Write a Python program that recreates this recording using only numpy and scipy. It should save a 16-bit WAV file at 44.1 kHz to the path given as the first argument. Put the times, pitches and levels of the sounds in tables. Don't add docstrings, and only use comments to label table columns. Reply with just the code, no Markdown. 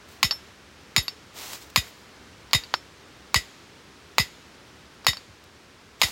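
import sys
import numpy as np
from scipy import signal
from scipy.fft import rfft, irfft, next_fast_len
from scipy.io import wavfile
from scipy.ndimage import uniform_filter1d, minimum_filter1d, map_coordinates

SR = 44100
rng = np.random.default_rng(int(sys.argv[2]) if len(sys.argv) > 2 else 0)


def pcm_store(signal):
    levels = np.round(np.clip(np.atleast_2d(signal), -1, 1) * 32767)
    wavfile.write(sys.argv[1], SR, levels.astype(np.int16).T)


N = 269451
T = np.arange(SR // 2) / SR

# start in seconds, force in dB, dull knock in dB, low stake ring in dB,
# high stake ring in dB, lingering ring in dB, hammer ring in dB, soil thud in dB,
# thud lag in seconds, thud attack in seconds.
HARD_BLOWS = [(0.2298, 0, -7.5, -3.5, -3, -27, 6.5, -2, 0, .009),
              (0.9635, 0, -2, -4, 0, -27, 7.5, 0, 0.00048, .01),
              (1.7603, 1, -1, -3, 1.5, -26, -17, 0, 0.0035, .008),
              (2.5325, 2.5, -8, -2, 2, -25, 0.5, 0.5, 0.0036, .009),
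              (3.3440, 2.5, 4, 0.5, 0, -19, 2.5, 1, 0.0008, .01),
              (4.1830, 1.5, 7.5, 2.5, -0.5, -20, -1, 0, 0.0024, .011),
              (5.0672, 1, 1, 3, 1, -25, 6.5, -1.5, .002, .027), (6.0160, 4, 4, 2, 2, -25, 3, -5, .01, .02)]
# frequency in Hz, level in dB.
CRACK_COLOUR = [(150, -31), (500, -28), (1100, 5), (1550, -12.5), (2100, 5.5), (3300, -4.5), (4000, 2.5),
                (4950, 2.5), (5700, -17.5), (6700, -1.5), (8300, -20.5), (13000, -13), (16000, -21)]
# frequency in Hz, level in dB.
KNOCK_COLOUR = [(200, -54), (430, -1), (620, -11.5), (830, -2), (1150, 5.5), (1520, -10.5), (3000, -21),
                (16000, -46)]


def blows():
    out = np.zeros(N)
    for s, force_db, knock_db, low_db, high_db, linger_db, hammer_db, soil_db, lag, attack in HARD_BLOWS:
        crack = amp(force_db + 8.5) * burst(CRACK_COLOUR, fade_s=.015)
        knock = amp(knock_db - 3) * burst(KNOCK_COLOUR, fade_s=.023)
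        add(out, s, crack + knock)
        ground_bounce = amp(force_db + .5) * burst(CRACK_COLOUR, fade_s=.022)
        add(out, s + .0034, ground_bounce)
        rebound_s = .013 + .005 * rng.random()
        add(out, s + rebound_s, amp(force_db - 18) * burst(CRACK_COLOUR, fade_s=.022))
        add(out, s, amp(-13) * stake_ring(low_db, high_db, linger_db))
        add(out, s, amp(hammer_db - 13.5) * hammer_ring())
        add(out, s, amp(force_db - 16.5) * brush(rise=.0011))
        add(out, s + lag, amp(soil_db) * thud(attack))
    return out


# frequency in Hz, level in dB, 60 dB decay in seconds before the soil's damping.
STAKE_MODES = [(1938, -4, .14), (2025, 0, .12), (2480, -15, .14), (2640, -13, .11), (2965, -11, .11),
               (3740, -1, .14), (4585, -7, .12), (4960, -6, .1), (5060, -2, .12), (6860, -13, .12),
               (7000, -6, .11), (7940, -18, .11), (9165, -15, .11), (10580, -14, .11), (11040, -17, .12),
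               (11940, -13, .11), (12850, -20, .12), (13700, -19, .1)]


def stake_ring(low_db, high_db, linger_db):
    soil_grip = amp(-60 * T / .52)
    return soil_grip * ring(STAKE_MODES, waver=.014, vary_db=3.5,
                            low_db=low_db, high_db=high_db, linger_db=linger_db)


# frequency in Hz, level in dB, 60 dB decay in seconds before the hand's damping.
HAMMER_MODES = [(5342, 0, .15), (11620, -32, .16)]


def hammer_ring():
    leaving = 1 - np.exp(-T / .012)
    hand_damping = amp(-60 * T / .2)
    return ring(HAMMER_MODES, waver=.002, linger_db=-36) * leaving * hand_damping


SOIL_START_HZ, SOIL_END_HZ, SOIL_GLIDE_S = 541, 49.4, .011
SOIL_DB, SOIL_HOLD_S, SOIL_T60_S = -24, .026, .08


def thud(attack):
    glide = SOIL_END_HZ + (SOIL_START_HZ - SOIL_END_HZ) * np.exp(-T / SOIL_GLIDE_S)
    pitch = glide * np.exp(.058 * wobble(67, size=len(T)))
    lumps_db = 2.2 * wobble(162, size=len(T))
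    level = amp(SOIL_DB + lumps_db) * swell(T, attack, SOIL_HOLD_S, SOIL_T60_S)
    return level * np.sin(2 * np.pi * np.cumsum(pitch) / SR)


# frequency in Hz, level in dB.
SCATTER_COLOUR = [(200, -0.5), (1100, 3), (1600, 0), (2100, 7.5), (2450, 3), (3400, 5.5), (3900, 5),
                  (5000, 2.5), (5800, -5.5), (6900, 3.5), (8300, -10.5), (11500, -13.5), (16000, -20)]
# frequency in Hz, 60 dB decay in seconds.
BRUSH_DECAY = [(300, 0.1), (1000, 0.067), (2000, 0.11), (4500, 0.12), (8000, 0.12), (15000, 0.16)]


def brush(rise):
    hz, t, bands = signal.stft(noise(SCATTER_COLOUR, len(T)), SR, nperseg=256)
    near = amp(-60 * t / along(BRUSH_DECAY, hz)[:, None])
    far = amp(-31 - 60 * t / 1.05)
    scattered = signal.istft(bands * (near + far), SR, nperseg=256)[1][:len(T)]
    return scattered * (1 - np.exp(-T / rise))


# start in seconds, clink in dB, dull clack in dB, hammer ring in dB.
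LIGHT_TAPS = [(0.3098, -9, -18, -19), (0.3235, -41, -26, -60), (1.0816, -12.5, -28, -36),
              (1.87, -40, -38.5, -55), (2.511, -36, -37, -64), (2.637, -25, -40, -63),
              (2.7398, -19, -5.5, -32.5), (5.0465, -32, -30, -45), (5.1317, -25, -25, -36),
              (5.17, -25, -34, -57)]
# frequency in Hz, level in dB, 60 dB decay in seconds.
CLINK_MODES = [(2740, -9.5, 0.026), (3780, -9.5, 0.043), (4040, -8, 0.036), (4580, 0, 0.049),
               (5030, -8, 0.032), (6900, -20, .04), (11500, -23, 0.039), (11700, -21.5, 0.053)]
# frequency in Hz, level in dB.
CLACK_COLOUR = [(150, -7), (500, -4.5), (1050, 8), (1750, 3), (2300, -3.5), (4200, 0), (7500, -26),
                (16000, -75)]


def taps():
    out = np.zeros(N)
    for s, clink_db, clack_db, hammer_db in LIGHT_TAPS:
        clink = amp(clink_db - 7.5) * ring(CLINK_MODES, waver=.015)
        add(out, s, clink + amp(hammer_db) * ring(HAMMER_MODES))
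        clack = amp(clack_db - 6.5) * burst(CLACK_COLOUR, fade_s=.034)
        tick = amp(clink_db - 12.5) * burst(CRACK_COLOUR, fade_s=.011)
        add(out, s, clack + tick)
        add(out, s, (amp(clink_db - 27.5) + amp(clack_db - 34)) * brush(rise=.0046))
    return out


# start in seconds, level in dB.
RIM_GRAZES = [(0.285, -53), (0.328, -48), (1.026, -39.5)]


def grazes():
    out = np.zeros(N)
    hz, _, t60 = HAMMER_MODES[-1]
    for s, db in RIM_GRAZES:
        ting = ring([(hz, 0, t60)]) * (1 - np.exp(-T / .001))
        add(out, s, amp(db) * ting)
    return out


def bump():
    out = np.zeros(N)
    add(out, 5.274, amp(-17) * thud(attack=.04))
    return out


# start in seconds, time until it begins to die in seconds, level in dB.
SLEEVE_RUBS = [(0.068, 0.057, -51), (1.332, 0.22, -39), (1.575, 0.046, -44.5), (1.722, 0.16, -49.5),
               (1.9, .12, -61), (5.99, 0.098, -36.5)]
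# frequency in Hz, level in dB.
CLOTH_COLOUR = [(120, -6), (350, -3.5), (850, 2), (1600, -2.5), (3800, 0), (7500, -2.5), (9500, -9.5),
                (15500, -7)]
RUB_ATTACK_S, RUB_T60_S = .054, .27


def jacket():
    t = np.arange(N) / SR
    rubs = [amp(db) * swell(t - s, RUB_ATTACK_S, length, RUB_T60_S) for s, length, db in SLEEVE_RUBS]
    level = np.max(rubs, axis=0)
    grain = amp(1.2 * wobble(700) + .38 * wobble(50))
    return level * unit(noise(CLOTH_COLOUR, N) * grain)


# start in seconds, level in dB.
FOLD_SNAPS = [(0.088, -47), (1.5325, -30), (1.7008, -43), (5.439, -49)]


def snaps():
    out = np.zeros(N)
    for s, db in FOLD_SNAPS:
        add(out, s, amp(db) * burst(CLOTH_COLOUR, fade_s=.039))
    return out


def litter(count=36):
    out = np.zeros(N)
    for place, size in rng.random((count, 2)):
        add(out, place * N / SR, amp(-62 + 10 * size ** 2) * burst(CLOTH_COLOUR, fade_s=.02))
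    return out


# frequency in Hz, level in dB.
AIR_COLOUR = [(12, -49), (20, -18), (46, -13), (65, 1.5), (104, -2), (137, -3), (284, -3.5), (408, -3.5),
              (443, -4.5), (655, -10), (1350, -8.5), (1950, -10.5), (5470, -16.5), (14500, -36.5),
              (15800, -34)]
AIR_DB, LULL_DB, LULL_START_S, LULL_FADE_S = -50, -2, 4.9, .6


def air():
    lull = np.clip((np.arange(N) / SR - LULL_START_S) / LULL_FADE_S, 0, 1)
    return amp(AIR_DB + LULL_DB * lull + .33 * wobble(6.8)) * noise(AIR_COLOUR, N)


def ring(modes, waver=0, vary_db=1, low_db=0, high_db=0, linger_db=-120):
    out = np.zeros(len(T))
    blur = waver * np.exp(-T / .11)
    for hz, db, t60 in modes:
        strike_db = along([(2100, low_db), (3600, high_db)], hz)
        level_db = db + vary_db * rng.standard_normal() + strike_db
        pitch = hz * (1 + blur * wobble(244, size=len(T)))
        cycles = np.cumsum(pitch) / SR + rng.random()
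        fade = amp(-60 * T / t60) + amp(linger_db - 24 * T / t60)
        out += amp(level_db) * fade * np.sin(2 * np.pi * cycles)
    return out


def burst(spectrum, fade_s, size=2048):
    fade = amp(-60 * T[:size] / fade_s)
    phase = np.angle(rfft(rng.standard_normal(size) * fade))
    colour = amp(along(spectrum, np.fft.rfftfreq(size, 1 / SR)))
    x = irfft(colour * np.exp(1j * phase)) * np.sqrt(fade)
    x = signal.sosfilt(signal.butter(2, 376, 'high', fs=SR, output='sos'), x)
    return x * np.linalg.norm(fade) / np.linalg.norm(x)


def noise(spectrum, size):
    m = next_fast_len(size)
    colour = amp(along(spectrum, np.fft.rfftfreq(m, 1 / SR)))
    return unit(irfft(rfft(rng.standard_normal(m)) * colour, m)[:size])


def wobble(rate, size=N):
    knots = rng.standard_normal(int(size * rate / SR) + 4)
    return map_coordinates(knots, [np.arange(size) * rate / SR])


def swell(t, attack, hold, t60):
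    return np.clip(t / attack, 0, 1) * amp(-60 * np.maximum(t - hold, 0) / t60)


def amp(db):
    return 10 ** (np.asarray(db) / 20)


def unit(x):
    return x / np.sqrt(np.mean(x ** 2) + 1e-20)


def along(points, hz):
    f, v = np.transpose(points)
    return np.interp(np.log(hz + 1), np.log(f + 1), v)


def add(track, s, sound):
    part = track[round(s * SR):][:len(sound)]
    part += sound[:len(part)]


def scene():
    return (blows() + taps() + grazes() + bump() + jacket() + snaps() + litter() + air())[None]


def limiter(x, ceiling_db, hold, release):
    need_db = np.minimum(0, ceiling_db - 20 * np.log10(np.abs(x) + 1e-9))
    held_size, release_size = max(3, int(hold * SR)), max(3, int(release * SR))
    held = minimum_filter1d(need_db, held_size, origin=(held_size - 1) // 2)
    slow = uniform_filter1d(held, release_size, origin=(release_size - 1) // 2)
    early = minimum_filter1d(np.minimum(held, slow), size=45)
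    gain_db = uniform_filter1d(early, size=45)
    return x * amp(gain_db)


def record(dry):
    limited = limiter(dry, ceiling_db=.5, hold=.0044, release=.0095)
    rounded = limited / (1 + (limited / .92) ** 6) ** (1 / 6)
    m = next_fast_len(N + SR // 2)
    passed = np.fft.rfftfreq(m, 1 / SR) < 16000
    return irfft(rfft(rounded, m) * passed, m)[:, :N]


dry = scene()
out = record(dry)
pcm_store(out)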